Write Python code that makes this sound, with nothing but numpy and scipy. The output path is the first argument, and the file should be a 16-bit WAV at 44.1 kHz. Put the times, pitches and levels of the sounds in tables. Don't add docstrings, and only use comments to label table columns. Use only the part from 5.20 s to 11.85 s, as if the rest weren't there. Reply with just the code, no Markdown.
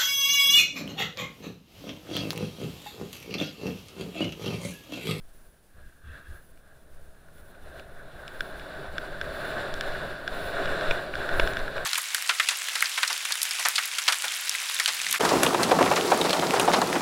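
import sys
import numpy as np
from scipy import signal
from scipy.fft import rfft, irfft
from scipy.io import wavfile
from scipy.ndimage import uniform_filter1d

SR = 44100
rng = np.random.default_rng(int(sys.argv[2]) if len(sys.argv) > 2 else 0)


def makeup_ratio(level_db):
    decades = np.asarray(level_db, float) / 20
    return 10 ** decades


def bounce(signal):
    frames = np.transpose(np.atleast_2d(signal))
    limited = np.clip(frames, -1, 1)
    pcm = np.round(limited * 32767).astype(np.int16)
    wavfile.write(sys.argv[1], SR, pcm)


N = 293265


def unit_rms(x):
    return x / np.sqrt(np.mean(x ** 2))


def coloured(points):
    hz, db = np.transpose(points)
    bins = np.maximum(np.arange(N // 2 + 1) * SR / N, 1)
    gain = makeup_ratio(np.interp(np.log(bins), np.log(hz), db))
    return unit_rms(irfft(rfft(rng.standard_normal(N)) * gain, N))


def walk(rate):
    hold = int(SR / rate)
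    steps = np.repeat(rng.standard_normal(N // hold + 1), hold)
    return unit_rms(uniform_filter1d(uniform_filter1d(steps, hold), hold)[:N])


def ring(drives, modes, skirt=1):
    out = 0
    for k, (drive, (hz, width, db)) in enumerate(zip(drives, modes)):
        peak = signal.iirpeak(hz, hz / width, SR)
        band = signal.iirpeak(hz, hz / width / skirt, SR)
        rung = signal.lfilter(*band, signal.lfilter(*peak, drive))
        out = out + (-1) ** k * makeup_ratio(db) * rung
    return out


def humps(events, column=2):
    out = np.zeros(N)
    for event in events:
        centre, length = event[:2]
        first = max(int((centre - length / 2) * SR), 0)
        last = min(int((centre + length / 2) * SR), N)
        i = np.arange(first, last)
        out[i] += event[column] * np.cos(np.pi * (i / SR - centre) / length) ** 2
    return out


def swells(events, column):
    heights = [(e[0], e[1], makeup_ratio(e[column])) for e in events]
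    return 20 * np.log10(humps(heights) + 1e-6)


def summed(*levels_db):
    return 10 * np.log10(sum(makeup_ratio(db) ** 2 for db in levels_db))


# time in seconds, load in dB.
LOAD = [(0, -73.5), (.3, -68.5), (.46, -77), (1.3, -65), (2.0, -62), (2.75, -52.5), (3.3, -43.5),
        (3.98, -42.5), (4.3, -35), (4.85, -37), (5.03, -43), (5.16, -35), (5.5, -32.5), (5.74, -32),
        (5.9, -41), (6.0, -34), (6.25, -33), (6.65, -38)]


def smooth_load():
    s, db = np.transpose(LOAD)
    return np.interp(np.arange(N) / SR, s, db)


# centre in seconds, length in seconds, level in dB re load.
PATCHES = [(.6, 0.14, 16.5), (.97, 0.18, 13.5), (1.14, .14, 7.5), (1.79, 0.088, 2), (2.19, 0.13, 3),
           (2.33, 0.18, 3.5), (2.47, 0.13, 5.5), (2.58, 0.19, 8), (3.25, 0.057, 1), (3.6, 0.22, 1.5),
           (3.7, 0.094, -3.5), (3.84, 0.12, 2), (4.08, 0.073, -0.5), (4.4, 0.071, 1.5), (4.54, 0.19, -3.5),
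           (4.66, 0.2, 1), (4.76, .1, 1), (5.27, 0.33, -2), (5.52, .1, 1.5), (5.6, 0.056, -1),
           (6.08, 0.15, -1.5), (6.35, 0.098, -1.5), (6.5, 0.24, -1.5), (6.57, 0.044, 4)]


def load():
    return smooth_load() + humps(PATCHES)


PIVOT_DB = -38


def law(db, slope):
    return db + slope * (load() - PIVOT_DB)


# centre in seconds, length in seconds, scrape level in dB.
SCUFFS = [
    (.1, 0.96, -69.5),
    (.66, 0.47, -60),
    (.9, 0.22, -51),
    (.97, 0.14, -49.5),
    (1.13, 0.34, -55),
    (1.04, .2, -59.5),
    (1.5, 0.31, -63),
    (2.52, 0.17, -54),
]


def scuffing():
    return swells(SCUFFS, column=2)


# centre in seconds, length in seconds, buffet in dB, helmet shake in dB.
GUSTS = [(.14, 0.6, -44.5, -62), (.58, 0.18, -63, -52.5), (.67, 0.1, -47, -49), (.9, 0.21, -55, -41.5),
         (1.12, 0.21, -40.5, -45), (1.75, 0.17, -44.5, -54), (1.86, 0.25, -46.5, -55.5),
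         (2.22, 0.23, -50, -53), (2.47, 0.22, -42.5, -53), (2.62, 0.28, -48, -59), (2.81, 0.11, -52, -66),
         (2.95, .14, -50, -53), (3.21, .14, -40, -56), (3.38, 0.24, -44, -50.5), (3.72, .14, -48, -50),
         (3.86, 0.2, -39, -56), (4.08, 0.26, -47, -42), (4.35, .2, -43, -56), (4.57, .14, -28.5, -47),
         (4.69, 0.2, -36, -47), (4.9, 0.23, -37, -51), (5.11, 0.13, -38, -49), (5.25, 0.13, -53, -45),
         (5.42, 0.22, -38, -47), (5.5, 0.12, -27, -44), (5.72, 0.14, -24.5, -40), (5.97, .16, -31, -44),
         (6.22, 0.28, -22.5, -37.5), (6.4, 0.27, -30, -45.5), (6.58, 0.13, -36, -55)]


def buffet():
    calm_db = -44 + 0.37 * (smooth_load() - PIVOT_DB)
    return 2.0 + summed(calm_db, swells(GUSTS, column=2))


def tones(lines):
    t = np.arange(N) / SR
    return sum(np.sqrt(2) * makeup_ratio(db) * np.sin(2 * np.pi * (hz * t + rng.random())) for hz, db in lines)


# frequency in Hz, density in dB per Hz.
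HISS_COLOUR = [(300, 16), (2000, 3.5), (5000, 0), (6600, -1.5), (8800, 1), (9900, 0.5), (10600, 7),
               (11300, -0.5), (13800, -1), (14600, 4.5), (15100, 1), (15800, -6), (16500, -3)]
# frequency in Hz, level in dB.
CLOCK = [(9265, -80), (9337, -79), (9410, -76), (9483, -69.5), (9555.6, -70), (9628, -79)]
# frequency in Hz, level in dB.
WHINE = [(8387, -74), (9084, -71), (9783, -71), (10395, -72), (10482, -63), (10568, -65), (11090, -75),
         (11181, -65), (14589, -70), (14674.5, -60), (15373, -68)]


def electronics():
    floor_db = -48
    loudness_db = summed(load() + 4, scuffing(), buffet() - 3, floor_db)
    hiss_db = -67.5 + 0.58 * (loudness_db + 34)
    flicker_db = 1.06 * walk(45)
    hiss = makeup_ratio(hiss_db + flicker_db + 11.0) * coloured(HISS_COLOUR)

    start_s, length_s, period_s = 0.13, 0.19, 1.0
    busy = (np.arange(N) / SR - start_s) % period_s < length_s
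    busy = uniform_filter1d(busy * 1., size=600)
    swell_db = hiss_db + 60
    clock = makeup_ratio(1.05 * swell_db + 2.5) * tones(CLOCK)
    whine_db = 0.83 * swell_db + flicker_db + 1.6 * walk(40) + 0.5
    whine = busy * makeup_ratio(whine_db) * tones(WHINE)
    noisier = makeup_ratio(1.5 * busy)
    return noisier * hiss + clock + whine


# frequency in Hz, density in dB per Hz.
BUFFET = [(2, -43), (5, 2), (12, 4.5), (22, -5), (32, -9.5), (45, -28), (70, -51), (150, -97)]
# frequency in Hz, density in dB per Hz.
HELMET = [(35, -15.5), (50, -4.5), (64, 2), (85, -7), (110, -16.5), (200, -64)]
# frequency in Hz, density in dB per Hz.
STRAP = [(70, -21), (105, -5), (140, 1), (200, -5), (300, -13), (500, -10.5), (1500, -92)]


def wind():
    shake_db = swells(GUSTS, column=3)
    helmet_db = summed(law(-52.5, 0.42), shake_db)
    strap_db = summed(law(-47.5, 0.62), shake_db - 14)
    shaken = makeup_ratio(helmet_db) * coloured(HELMET) + makeup_ratio(strap_db) * coloured(STRAP)
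    pressure = makeup_ratio(buffet()) * coloured(BUFFET)
    return makeup_ratio(0.44 * walk(11)) * (pressure + shaken)


# frequency in Hz, width in Hz, level in dB.
STRUCK = [
    [(1558, 208, 7.5), (1460, 330, -6.5)],
    [(2330, 226, 4), (2880, 194, 0)],
    [(3454, 200, 7), (4190, 470, -8)],
    [(5170, 220, 2.5), (5760, 380, -6)],
    [(7230, 290, 5.5), (8900, 820, -6), (10800, 1400, -7), (11900, 1500, -13), (15200, 1900, -13)],
    [(690, 140, 3), (400, 410, 2), (990, 190, -8)],
]


def mount(events, slips, spacing_s, fade, crack_db, thud_db, cavity_db, seal_db, damping):
    out = np.zeros(N)
    chance = rng.random((len(events), 2 * slips))
    for (s, peak_db, door_db, lens_db), draw in zip(events, chance):
        gaps = spacing_s * SR * (.5 + draw[:slips])
        at = np.cumsum(gaps) - gaps[0]
        push = np.zeros(2048)
        np.add.at(push, at.astype(int), (.5 + draw[slips:]) * (-fade) ** np.arange(slips))
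        seal_share_db = lens_db + seal_db
        shares_db = [cavity_db, door_db, lens_db, seal_share_db, seal_share_db + crack_db, cavity_db + thud_db]
        sound = 0
        for share_db, modes in zip(shares_db, STRUCK):
            damped = [(hz, damping * width, db) for hz, width, db in modes]
            part = ring([push] * len(modes), damped, skirt=2.3)
            sound = sound + makeup_ratio(share_db) * part / np.abs(part).max()
        i = int(s * SR)
        out[i:i + len(push)] += makeup_ratio(peak_db + 4) * sound[:N - i]
    return out


# start in seconds, peak in dB, door in dB re peak, lens in dB re peak.
TICKS = [(1.3744, -53, -6, -12), (2.085, -43, -20, -26), (2.1813, -55, -4, -3), (2.3484, -55, -2, -12),
         (3.2066, -15.5, -17.5, -14), (3.3963, -37.5, -5, -7.5), (3.7814, -17, -17, -13.5),
         (4.0131, -17, -18, -14.5), (5.0774, -16.5, -18, -13), (5.457, -20.5, -19, -13),
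         (5.475, -33, 1, -12), (5.61, -19, -18, -17), (5.9383, -22.5, -8, -28), (5.9539, -19.5, -18.5, -14),
         (6.0906, -17.5, -17.5, -17), (6.2741, -16, -16, -13.5), (6.3695, -16.5, -15.5, -14.5),
         (6.4793, -20, -22, -25), (6.5685, -26, -15, -19), (6.58, -21, -12, -24.5)]


def ticks():
    return mount(TICKS, slips=1, spacing_s=.0003, fade=0.57, crack_db=-4, thud_db=-17,
                 cavity_db=-6, seal_db=-9, damping=1.0)


# start in seconds, peak in dB, door in dB re peak, lens in dB re peak.
SNAPS = [
    (2.596, -39, -2, -8.5),
    (3.0789, -32.5, -5, -6),
    (4.54, -28, -16, -4),
    (4.6095, -18.5, -9.5, -8),
    (6.3345, -29, -4, -7.5),
    (6.391, -30, -23, -11),
]


def snaps():
    return mount(SNAPS, slips=6, spacing_s=0.00043, fade=0.7, crack_db=-1, thud_db=-22,
                 cavity_db=-7, seal_db=-6, damping=1.7)


# start in seconds, peak in dB, door in dB re peak, lens in dB re peak.
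KNOCKS = [
    (5.7091, -15, -4.5, -11.5),
    (6.1968, -9.5, -8, -14.5),
]


def knocks():
    return mount(KNOCKS, slips=10, spacing_s=.00045, fade=0.88, crack_db=-8, thud_db=-1.5,
                 cavity_db=-7, seal_db=-12.5, damping=1.25)


def crystals(modes, hardness_db):
    size = makeup_ratio(1.5 * rng.exponential(size=N) + hardness_db)
    return ring(size * rng.standard_normal((len(modes), N)), modes)


# frequency in Hz, width in Hz, level in dB.
BODY = [(303, 157, -10.5), (392.3, 114, -4.5), (464, 140, -16), (572, 163, -2), (650, 150, -1),
        (862, 620, -14.5), (1096, 175, -14), (1423, 260, -10.5)]
CAVITY = [(1245, 570, -10), (1492, 215, -2), (1604, 252, -2), (1827, 315, -11.5)]
DOOR = [(2314, 770, -2.5), (2630, 190, -5.5), (2900, 374, -2.5)]
LENS = [(3510, 350, 4.5), (3803, 430, 2), (4120, 280, 1.5), (4535, 830, -12)]
SEAL = [(5200, 450, 0), (5750, 700, -5)]
# frequency in Hz, width in Hz, level in dB.
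CRACK = [(7400, 900, -3), (9000, 1800, -9), (10740, 900, -15), (11700, 1500, -28), (14900, 1800, -21)]
# frequency in Hz, width in Hz, level in dB.
CLASP = [(2690, 200, 3.5), (3340, 220, 1)]
# frequency in Hz, width in Hz, level in dB.
RIM = [(1610, 220, 3), (1285, 400, -7.5), (1870, 340, -20)]
# frequency in Hz, width in Hz, level in dB.
HINGE = [(4540, 570, 0)]


def skis():
    rumble_db, scuff_db = load(), scuffing()
    scrape_db = law(PIVOT_DB - 1.5, 1.06)
    bite_db = summed(law(PIVOT_DB - 10, 1.11), scuff_db - 15)

    bumps = 0.18 * walk(25)
    rumble = unit_rms(crystals(BODY, bumps + 0.91 * walk(30)))
    scrape = unit_rms(crystals(CAVITY, bumps + 1.27 * walk(45)))

    edge = bumps + 0.71 * walk(50)
    clasp_db = -6.5 + 0.9 * (summed(scrape_db, scuff_db) - rumble_db)
    bite = crystals(LENS, edge)
    bite = bite + makeup_ratio(3) * crystals(DOOR, edge)
    bite = bite + makeup_ratio(clasp_db) * crystals(CLASP, edge)
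    bite = bite + makeup_ratio(-11) * crystals(SEAL, edge)
    bite = bite + makeup_ratio(-11) * crystals(CRACK, edge)

    hinge_db = -59.5 + 1.6 * (np.minimum(bite_db, -50) + 49.5)
    hinge = unit_rms(crystals(HINGE, edge))
    rim = unit_rms(crystals(RIM, edge))
    loaded = makeup_ratio(rumble_db) * rumble + makeup_ratio(scrape_db) * scrape
    edges = makeup_ratio(bite_db) * unit_rms(bite) + makeup_ratio(hinge_db) * hinge
    return loaded + edges + makeup_ratio(scuff_db) * rim


def scene():
    return (wind() + ticks() + snaps() + knocks() + skis())[None]


def top_cut(x):
    return signal.sosfilt(signal.butter(12, 16510, fs=SR, output="sos"), x)


def record(dry):
    top = signal.ellip(10, .2, 50, 15740, fs=SR, output="sos")
    mix = signal.sosfilt(top, dry + electronics())
    return top_cut(mix)


dry = scene()
out = record(dry)
bounce(out)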